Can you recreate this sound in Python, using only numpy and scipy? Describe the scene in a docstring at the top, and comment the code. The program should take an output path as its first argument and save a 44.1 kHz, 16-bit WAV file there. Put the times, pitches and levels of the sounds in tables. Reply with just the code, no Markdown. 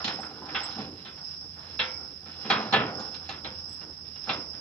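"""Hands work an iron chain round the foot of a sheet-metal door in a yard. Links knock the frame, and each blow
excites damped door modes that ring dull and dense. Between blows the dragged chain is a random train of small
knocks into the same modes, and link against link tinkles faintly in a few high modes. Crickets, louder to the
right, are a blur of wing strokes; behind them lie a far motor hum of resonated noise and shaped outdoor air."""
import sys
import numpy as np
from scipy import signal
from scipy.fft import rfft, irfft, next_fast_len
from scipy.io import wavfile
from scipy.ndimage import uniform_filter1d

SR = 44100
rng = np.random.default_rng(int(sys.argv[2]) if len(sys.argv) > 2 else 0)


def generate_wav(sig):
    """Save sig (samples, or channels by samples) to the path in sys.argv[1] as 16-bit PCM at SR."""
    pcm = np.round(np.clip(np.atleast_2d(sig).T, -1, 1) * 32767).astype(np.int16)
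    wavfile.write(sys.argv[1], SR, pcm)


N = 203256
TIME = np.arange(N) / SR


def undb(db):
    """Decibel scale: amplitude ratio of a level."""
    return 10 ** (np.asarray(db) / 20)


def read(table, hz):
    """Log-frequency interpolation of a table of (pitch_hz, value)."""
    table_hz, values = np.array(table).T
    return np.interp(np.log(hz), np.log(table_hz), values)


def curves(table):
    """Linear interpolation in time: the columns after start_s, sample by sample."""
    s, *columns = np.transpose(table)
    return [np.interp(TIME, s, column) for column in columns]


def unit(x):
    """Normalization to an RMS of one."""
    return x / np.sqrt(np.mean(x ** 2))


def ring(x, hz, width_hz):
    """Resonance: a second-order peak passes a narrow band of the excitation."""
    b, a = signal.iirpeak(hz, hz / width_hz, SR)
    return signal.lfilter(b, a, x)


def walk(rate):
    """Slow random modulation: random levels held 1 / rate s and smoothed twice."""
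    hold = int(SR / rate)
    steps = np.repeat(rng.standard_normal(N // hold + 1), hold)
    return uniform_filter1d(uniform_filter1d(steps, hold), hold)[:N]


def add(out, sound, s):
    """Superposition: mix a sound in from time s."""
    i = int(s * SR)
    out[:, i:i + sound.shape[1]] += sound[:, :N - i]


# spectrum of each of the two noises in the outdoor air: pitch_hz, level_db (per Hz)
AIR_SPECTRUM = [(30, -93), (60, -90), (160, -76), (300, -88), (1000, -101), (4000, -106), (6300, -118),
                (7000, -121), (7600, -112), (8300, -122), (9200, -113), (10500, -118), (15500, -118)]
HUM_HZ, HUM_WIDTH_HZ, HUM_DB = 81.2, 9.2, -56  # the level wavers about HUM_DB


def yard():
    """Spectral shaping and resonance of noise: outdoor air, alike on both sides only in the bass, and motor hum."""
    size = next_fast_len(N, True)
    hz = np.maximum(np.fft.rfftfreq(size, 1 / SR), 1)
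    mid, side = rfft(rng.standard_normal((2, size)))
    wide = np.clip(hz / 1500, .25, 1)
    left_right = mid + wide * side * np.array([[1], [-1]])
    air = irfft(undb(read(AIR_SPECTRUM, hz)) * np.sqrt(SR / 2) * left_right, size)[:, :N]
    narrow = ring(rng.standard_normal(N), HUM_HZ, HUM_WIDTH_HZ)
    hum = unit(ring(narrow, HUM_HZ, 33)) * undb(HUM_DB + 3.0 * walk(7))
    return air * undb([[-.3], [.3]]) + hum * undb([[-1.1], [1.1]])


# swells of the cricket chorus, added to the bed: crest_s, level_db, left_minus_right_db
SWELLS = [(.07, -39.5, -9), (.63, -39.5, -9.5), (1.3, -41, -7), (1.88, -39.5, -8.5), (2.501, -41, -8.5),
          (3.03, -41.5, -9.5), (3.62, -42.5, -8.5), (4.328, -41, -10.5), (4.68, -43, -9)]
SWELL_RISE_S, SWELL_FALL_S = 0.11, 0.17
BED_DB, BED_GROWS_DB_PER_S, BED_PAN_DB = -50, 1.15, -10  # singers that never pause; pan is left minus right


def swells():
    """Power summation: quick rises and slower falls of the chorus, left and right, over a slowly growing bed."""
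    side = np.array([[.5], [-.5]])
    power = undb(BED_DB + BED_GROWS_DB_PER_S * TIME + side * BED_PAN_DB) ** 2
    for s, db, pan_db in SWELLS:
        width_s = np.where(TIME < s, SWELL_RISE_S, SWELL_FALL_S)
        shape = np.exp(-((TIME - s) / width_s) ** 2)
        power = power + shape * undb(db + side * pan_db) ** 2
    return power


# resonances of the wings: pitch_hz (before the left-right shift), stroke_s (from peak to 1/e),
# level_db (between wings)
WINGS = [(4760, 0.0017, -7), (5156, 0.0011, 12.5), (5318, 0.0016, 5), (5560, 0.0014, -1.5)]


def crickets(rate=4000, throb_db=-0.43):
    """Stochastic superposition: random wing strokes blur, unrelated left and right, and throb a little."""
    t, out = TIME[:600] - TIME[300], []
    for side, power in zip((1, -1), swells()):
        song = 0
        for hz, stroke, wing_db in WINGS:
            strokes = (rng.random(N) < rate / SR) * rng.standard_normal(N)
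            shifted_hz = hz * (1 + 0.0047 * side)  # the left singers sit higher
            burst = np.exp(-(t / stroke) ** 2) * np.sin(2 * np.pi * shifted_hz * t)
            song = song + undb(wing_db) * signal.oaconvolve(strokes, burst, "same")
        out.append(unit(song) * np.sqrt(power) * undb(throb_db * walk(45)))
    return np.array(out)


# touches of link on link: start_s, level_db (before the mode levels), upper_db (added above the lowest mode)
TINKS = [(.131, -76, -2), (.204, -70, -4), (.247, -64, -6), (.633, -52, -7), (3.688, -66, -2),
         (3.71, -70, 4), (3.722, -66, 4), (3.765, -74, 2)]
# modes of a free link: pitch_hz (before detuning), level_db (between modes), t60_s
LINK_MODES = [(7960, 20, 0.07), (9800, -3, 0.07), (10950, 0.5, 0.14), (14900, -8, .12)]


def tinks():
    """Free vibration of small bodies: two links touch and ring in a few high, slightly detuned modes."""
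    out, t = np.zeros((2, N)), TIME[:SR // 4]
    lowest_hz = LINK_MODES[0][0]
    for s, db, upper_db in TINKS:
        sound = 0
        scatter = rng.standard_normal((len(LINK_MODES), 2, 1))
        for (hz, mode_db, t60), z in zip(LINK_MODES, scatter):
            size = undb(db + mode_db + upper_db * (hz > lowest_hz) + 3.6 * z[::-1])
            wave = np.sin(2 * np.pi * hz * (1 + 0.0047 * z[0]) * t + z)
            sound = sound + size * wave * np.exp(-np.log(1000) * t / t60)
        add(out, sound * (1 - np.exp(-t / 0.008)), s)
    return out * undb(5.3 * walk(120))  # random level swings make the tinkling ragged


# strong modes of the door: pitch_hz, level_db (before DOOR_DB), t60_s (before the hand's damping)
DOOR_MODES = [(215.3, 10.5, 0.15), (439.5, -2, 0.25), (515, -6, 1.1), (638, -10, .3), (775.4, 3.5, 0.082),
              (871, -6, 0.12), (1015, -12, .45), (1255, -11, .35), (1321, -5.5, 0.31), (1368, -18, 1.2),
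              (1520, -10.5, 0.32), (1730, -5, 0.21), (1840, -12, .3), (2261, -21, .8), (2410, -6, 0.12),
              (2503, -12, .4), (2685, -6, 0.17), (2850, -11, .1), (3025, -12, .2), (3260, -8, 0.17),
              (3336, -6, 0.13), (3490, -10, .22), (3610, -5.5, 0.19), (3830, -10, .2), (4016, -7, 0.15),
              (4200, -11, .12)]
# decay of the dense sheet modes: pitch_hz, t60_s (before scatter and the hand's damping)
SHEET_T60 = [(150, 1), (400, 1), (1000, 0.54), (2500, 0.35), (5000, 0.15), (8000, 0.079)]
# strength of the dense sheet modes: pitch_hz, level_db (relative)
SHEET_LEVEL = [(130, -1), (220, 3.5), (450, -1.5), (800, 0.5), (1500, 2.5), (2600, -2.5), (4200, 1.5),
               (5200, -8), (6500, -17.5), (7800, -26)]
DOOR_DB = 15  # lift of the strong modes
WAVER_PER_S, WAVER_DB, WAVER_RAD = 70, 4, 1.1  # full depths, per unit of random draw
WAVER_GROWS_S, WAVER_FULL_HZ = .025, 1500  # lower modes waver less


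def door_modes(count=280):
    """Modal superposition: frequency, gain and free ringing (sine rows, then cosine rows) of strong and sheet modes."""
    strong_hz, strong_db, strong_t60 = np.array(DOOR_MODES).T
    strong = len(DOOR_MODES)
    sheet_hz = 110 + 7300 * ((np.arange(count) + rng.random(count)) / count) ** 1.7
    sheet_t60 = read(SHEET_T60, sheet_hz) * undb(1.6 * rng.standard_normal(count))
    hz = np.r_[strong_hz, sheet_hz]
    gain = undb(np.r_[strong_db + DOOR_DB, read(SHEET_LEVEL, sheet_hz)])
    t60 = np.r_[strong_t60, sheet_t60]
    t = np.float32(TIME[:int(.4 * SR)])
    cycles = np.outer(np.float32(hz), t)
    # each mode builds up over 2.2 cycles, slowest in the bass, as the bending wave spreads
    build_up = np.minimum(cycles / np.float32(2.2), 1)
    fade = np.exp(np.outer(np.float32(-np.log(1000) / t60), t)) * build_up
    turn = np.float32(2 * np.pi) * (cycles % 1)
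    # each strong mode wavers randomly in level and phase, alike in every blow
    nodes = rng.standard_normal((2, strong, int(t[-1] * WAVER_PER_S) + 2))
    waver = np.float32([[np.interp(t * WAVER_PER_S, np.arange(len(z)), z) for z in part] for part in nodes])
    waver *= np.minimum(t / np.float32(WAVER_GROWS_S), 1)
    waver *= np.float32(np.minimum(strong_hz[:, None] / WAVER_FULL_HZ, 1))
    fade[:strong] *= np.float32(undb(WAVER_DB * (waver[0] - .3)))
    turn[:strong] += np.float32(WAVER_RAD) * waver[1]
    return hz, gain, np.concatenate([fade * np.sin(turn), fade * np.cos(turn)])


def strike(hz, gain, scatter_db=2.5, alike_hz=1100):
    """Modal excitation at one contact point: stereo mode strengths, whose phases agree only in the bass."""
    z = rng.standard_normal((3, len(hz)))
    apart = np.minimum(hz / alike_hz, 1.3) * (.5 + 0.48 * z[2])
    turn = 3 * z[1] + np.array([[1], [-1]]) * apart
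    size = gain * undb(scatter_db * z[0])
    return np.float32(np.c_[size * np.cos(turn), size * np.sin(turn)])


def band_shares(hz, bands_hz):
    """Band partition: how much each mode belongs to each band, on a log-frequency axis."""
    return np.float32([np.interp(np.log(hz), np.log(bands_hz), row) for row in np.eye(len(bands_hz))])


# chain dragging on the frame: start_s, level_db (before colour and random swing), brightness_db (treble up, bass down)
DRAG = [(0.0, -41, 6), (0.31, -49, -2.5), (0.67, -43, 3.5), (1.08, -62.5, 3.5), (1.49, -60.5, 2),
        (1.8, -53, 4), (2.07, -54.5, 1.5), (2.3, -61, 5.5), (2.49, -42.5, 5.5), (2.63, -38, 7),
        (2.72, -37, -2.5), (3.04, -50.5, 2.5), (3.49, -53.5, 3), (3.63, -55, 2), (4.18, -63, 7),
        (4.41, -46.5, 2), (4.61, -62.5, -0.5)]
# centres of the bass, middle and treble bands: pitch_hz
DRAG_BANDS_HZ = (280, 900, 2600)
# bass, middle and treble: level_db (over the mean level), swing (share of the level's departure from the mean)
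DRAG_COLOUR = [(-1, 0.67), (-4, 1.13), (-7, 0.62)]
DRAG_MEAN_DB = -52


def drag(hz, gain, free, rate=600, spread_db=1.5):
    """Random impulse excitation: many small knocks of dragged links are convolved with the door's response."""
    signs = rng.choice([-1, 1], N)
    knocks = (rng.random(N) < rate / SR) * undb(spread_db * rng.exponential(size=N)) * signs
    # light knocks under the hand hardly wake the strong modes
    soft = np.minimum(gain, undb(read(SHEET_LEVEL, hz)))
    short, damping = free[:, :4096], undb(-420 * TIME[:4096])
    level_db, bright_db = curves(DRAG)
    out = 0
    for share, (over_db, swing), lean in zip(band_shares(hz, DRAG_BANDS_HZ), DRAG_COLOUR, (-1, 0, 1)):
        db = DRAG_MEAN_DB + over_db + swing * (level_db - DRAG_MEAN_DB) + lean * bright_db
        door = strike(hz, soft * share) @ short * damping
        rub = unit(signal.oaconvolve(door, [knocks], axes=1)[:, :N])
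        out = out + rub * undb(db + 4.8 * walk(24.93))
    return out * undb([[-1.2], [1.2]])


# blows on the frame: start_s, thud_db, ring_db, clink_db, tick_db (relative band levels), build_up_s (two time
# constants), one or more favoured_hz (modes favoured by the contact), lift_db (of those modes)
BLOWS = [(.002, -46, -41, -51, -57, 0.002, 1321, 5),
         (.043, -35, -41, -28, -28, 0.0017, 3025, 4200, 2850, 6),
         (.078, -37, -35.5, -32.5, -32.5, 0.0021, 760, 223, 2.9),
         (.187, -41, -46, -59, -65, 0.004, 780, 225, 15),
         (.228, -63, -41.5, -49.5, -55, 0.0028, 1500, 1310, 3), (.308, -58, -53, -66, -66, .008, 790, 18),
         (0.417, -53, -50, -76, -70, 0.003, 858, 1015, 19),
         (.457, -51, -48, -53, -52, 0.027, 217, 1740, 1.2),
         (.484, -71, -39, -44.5, -76, .012, 774, 2460, 11),
         (.547, -45, -29.5, -25.5, -56, 0.008, 3257, 764, 1520, 2690, 3500, 1260, 7.5),
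         (.66, -60, -52, -42, -62, .01, 3490, 3025, 6), (.708, -52, -60, -48, -44, 0.001, 4200, 510, 10),
         (.755, -40, -47, -81, -65, 0.039, 216, 10.4), (.783, -32, -43, -43.5, -44, 0.02, 779, 222.9, 18),
         (1.049, -43.5, -46, -37, -50, 0.029, 1500, 1310, 8.5), (1.176, -58, -54, -54, -62, .004, 1500, 6),
         (1.559, -52.5, -47.5, -63, -55, 0.045, 750, 860, 3), (1.627, -58, -54, -54, -64, .004, 860, 6),
         (1.729, -56, -54, -58, -66, .004, 640, 6),
         (1.791, -42, -29, -21, -43, 0.012, 2690, 510, 3330, 1370, 2261, 3830, 4016, 10),
         (2.256, -44, -49.5, -47, -57, 0.015, 1500, 1310, 8),
         (2.446, -35.5, -41, -40, -66, 0.022, 780, 221, 6.9),
         (2.5, -26.5, -21.5, -19.5, -28, 0.006, 770, 2430, 1255, 3320, 3830, 9.5),
         (2.547, -36, -39, -36, -55, 0.015, 1310, 5), (2.575, -30, -37, -44, -60, .012, 215, 440, 638, 5),
         (2.65, -35, -42, -48, -62, .01, 215, 3), (2.724, -28, -26, -25, -27.5, 0.006, 215, 4),
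         (2.735, -21, -22, -17, -47.5, 0.012, 1728, 450, 775, 12),
         (2.797, -28, -32, -34, -60, .008, 440, 1015, 5), (2.875, -34, -40, -48, -62, .01, 871, 5),
         (2.993, -36.5, -48.5, -52.5, -33, 0.01, 225, 770, 2.6),
         (3.143, -57, -53.5, -45.5, -42, 0.0022, 2690, 4050, 5),
         (3.289, -38.5, -38.5, -35.5, -33, 0.008, 780, 2685, 10),
         (3.332, -52, -50, -52, -66, .008, 1340, 2685, 10),
         (3.445, -39.5, -41, -36, -48, 0.002, 4050, 753, 14), (3.715, -63, -60, -58, -72, .008, 3560, 16),
         (3.811, -48, -50, -54, -70, .01, 2850, 19), (4.045, -66, -64, -54, -70, .02, 3600, 2850, 8),
         (4.156, -62, -53, -50, -66, 0.0075, 2850, 18),
         (4.272, -38, -35.5, -46, -59, 0.022, 219, 1320, 7.6),
         (4.291, -32, -33, -26.5, -42, 0.0035, 780, 2410, 1300, 3380, 3700, 4016, 1015, 2685, 9.5),
         (4.536, -47, -52, -51, -64, 0.0088, 770, 1735, 2)]
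# centres of the thud, lower ring, upper ring, clink and tick bands: pitch_hz
BLOW_BANDS_HZ = (250, 770, 1500, 3200, 6300)
LOW_RING_DB, LOW_RING_SHARE = 1.5, 0.23  # lower over upper ring, and how far it follows thud minus clink
NEAR_OCTAVES = .047  # reach of the lift around a favoured mode
FIRST_LINK_SHARE = .12  # part of a blow that lands at once
HAND_DB_PER_S, SLACK_DB_PER_S2 = 44, 901.5  # damping by the hand on the chain, less for each s of build-up
BLOW_PAN_DB = -2  # left minus right


def blows(hz, gain, free):
    """Impact excitation and damping: a blow builds up as links pile on the frame; a hand shortens the ring."""
    out, t = np.zeros((2, N)), TIME[:free.shape[1]]
    share = band_shares(hz, BLOW_BANDS_HZ)
    band_db = 10 * np.log10(share @ gain ** 2)
    strong = np.arange(len(hz)) < len(DOOR_MODES)
    strengths = []
    for _, thud, ring_db, clink, tick, _, *favoured_hz, lift_db in BLOWS:
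        low_ring = ring_db + LOW_RING_DB + LOW_RING_SHARE * (thud - clink)
        colour = np.array([thud, low_ring, ring_db, clink, tick]) - band_db
        reach = [np.exp(-(np.log2(hz / f) / NEAR_OCTAVES) ** 2) for f in favoured_hz]
        near = strong * np.max(reach, axis=0)
        size = gain * undb(colour @ share + lift_db * near + 3)
        # favoured modes scatter less and are more alike left and right
        strengths.append(strike(hz, size, scatter_db=2.55 * (1 - near), alike_hz=1100 + 4000 * near))
    rings = (np.concatenate(strengths) @ free).reshape(len(BLOWS), 2, -1)
    pan_db = np.array([[BLOW_PAN_DB / 2], [-BLOW_PAN_DB / 2]])
    for (s, _, _, _, _, build_up_s, *_), sound in zip(BLOWS, rings):
        pile = 1 - (1 - FIRST_LINK_SHARE) * np.exp(-2 * t / build_up_s)
        crack = 1 + 0.17 * np.exp(-t / 0.0016)  # dies much faster than the ring
        hand_db = (HAND_DB_PER_S - SLACK_DB_PER_S2 * build_up_s) * t
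        add(out, sound * pile * crack * undb(pan_db - hand_db), s)
    # a slight random unevenness in level roughens all the blows
    return out * undb(1.02 * walk(160))


def scene():
    """Superposition of the yard, the crickets and the chain; drag and blows share one set of door modes."""
    door = door_modes()
    return yard() + crickets() + tinks() + drag(*door) + blows(*door)


TOP_HZ = 15500


def record(dry):
    """Band limiting: the phone cuts the top with a steep elliptic low-pass."""
    return signal.sosfilt(signal.ellip(10, .2, 60, TOP_HZ, fs=SR, output="sos"), dry)


dry = scene()
out = record(dry)
generate_wav(out)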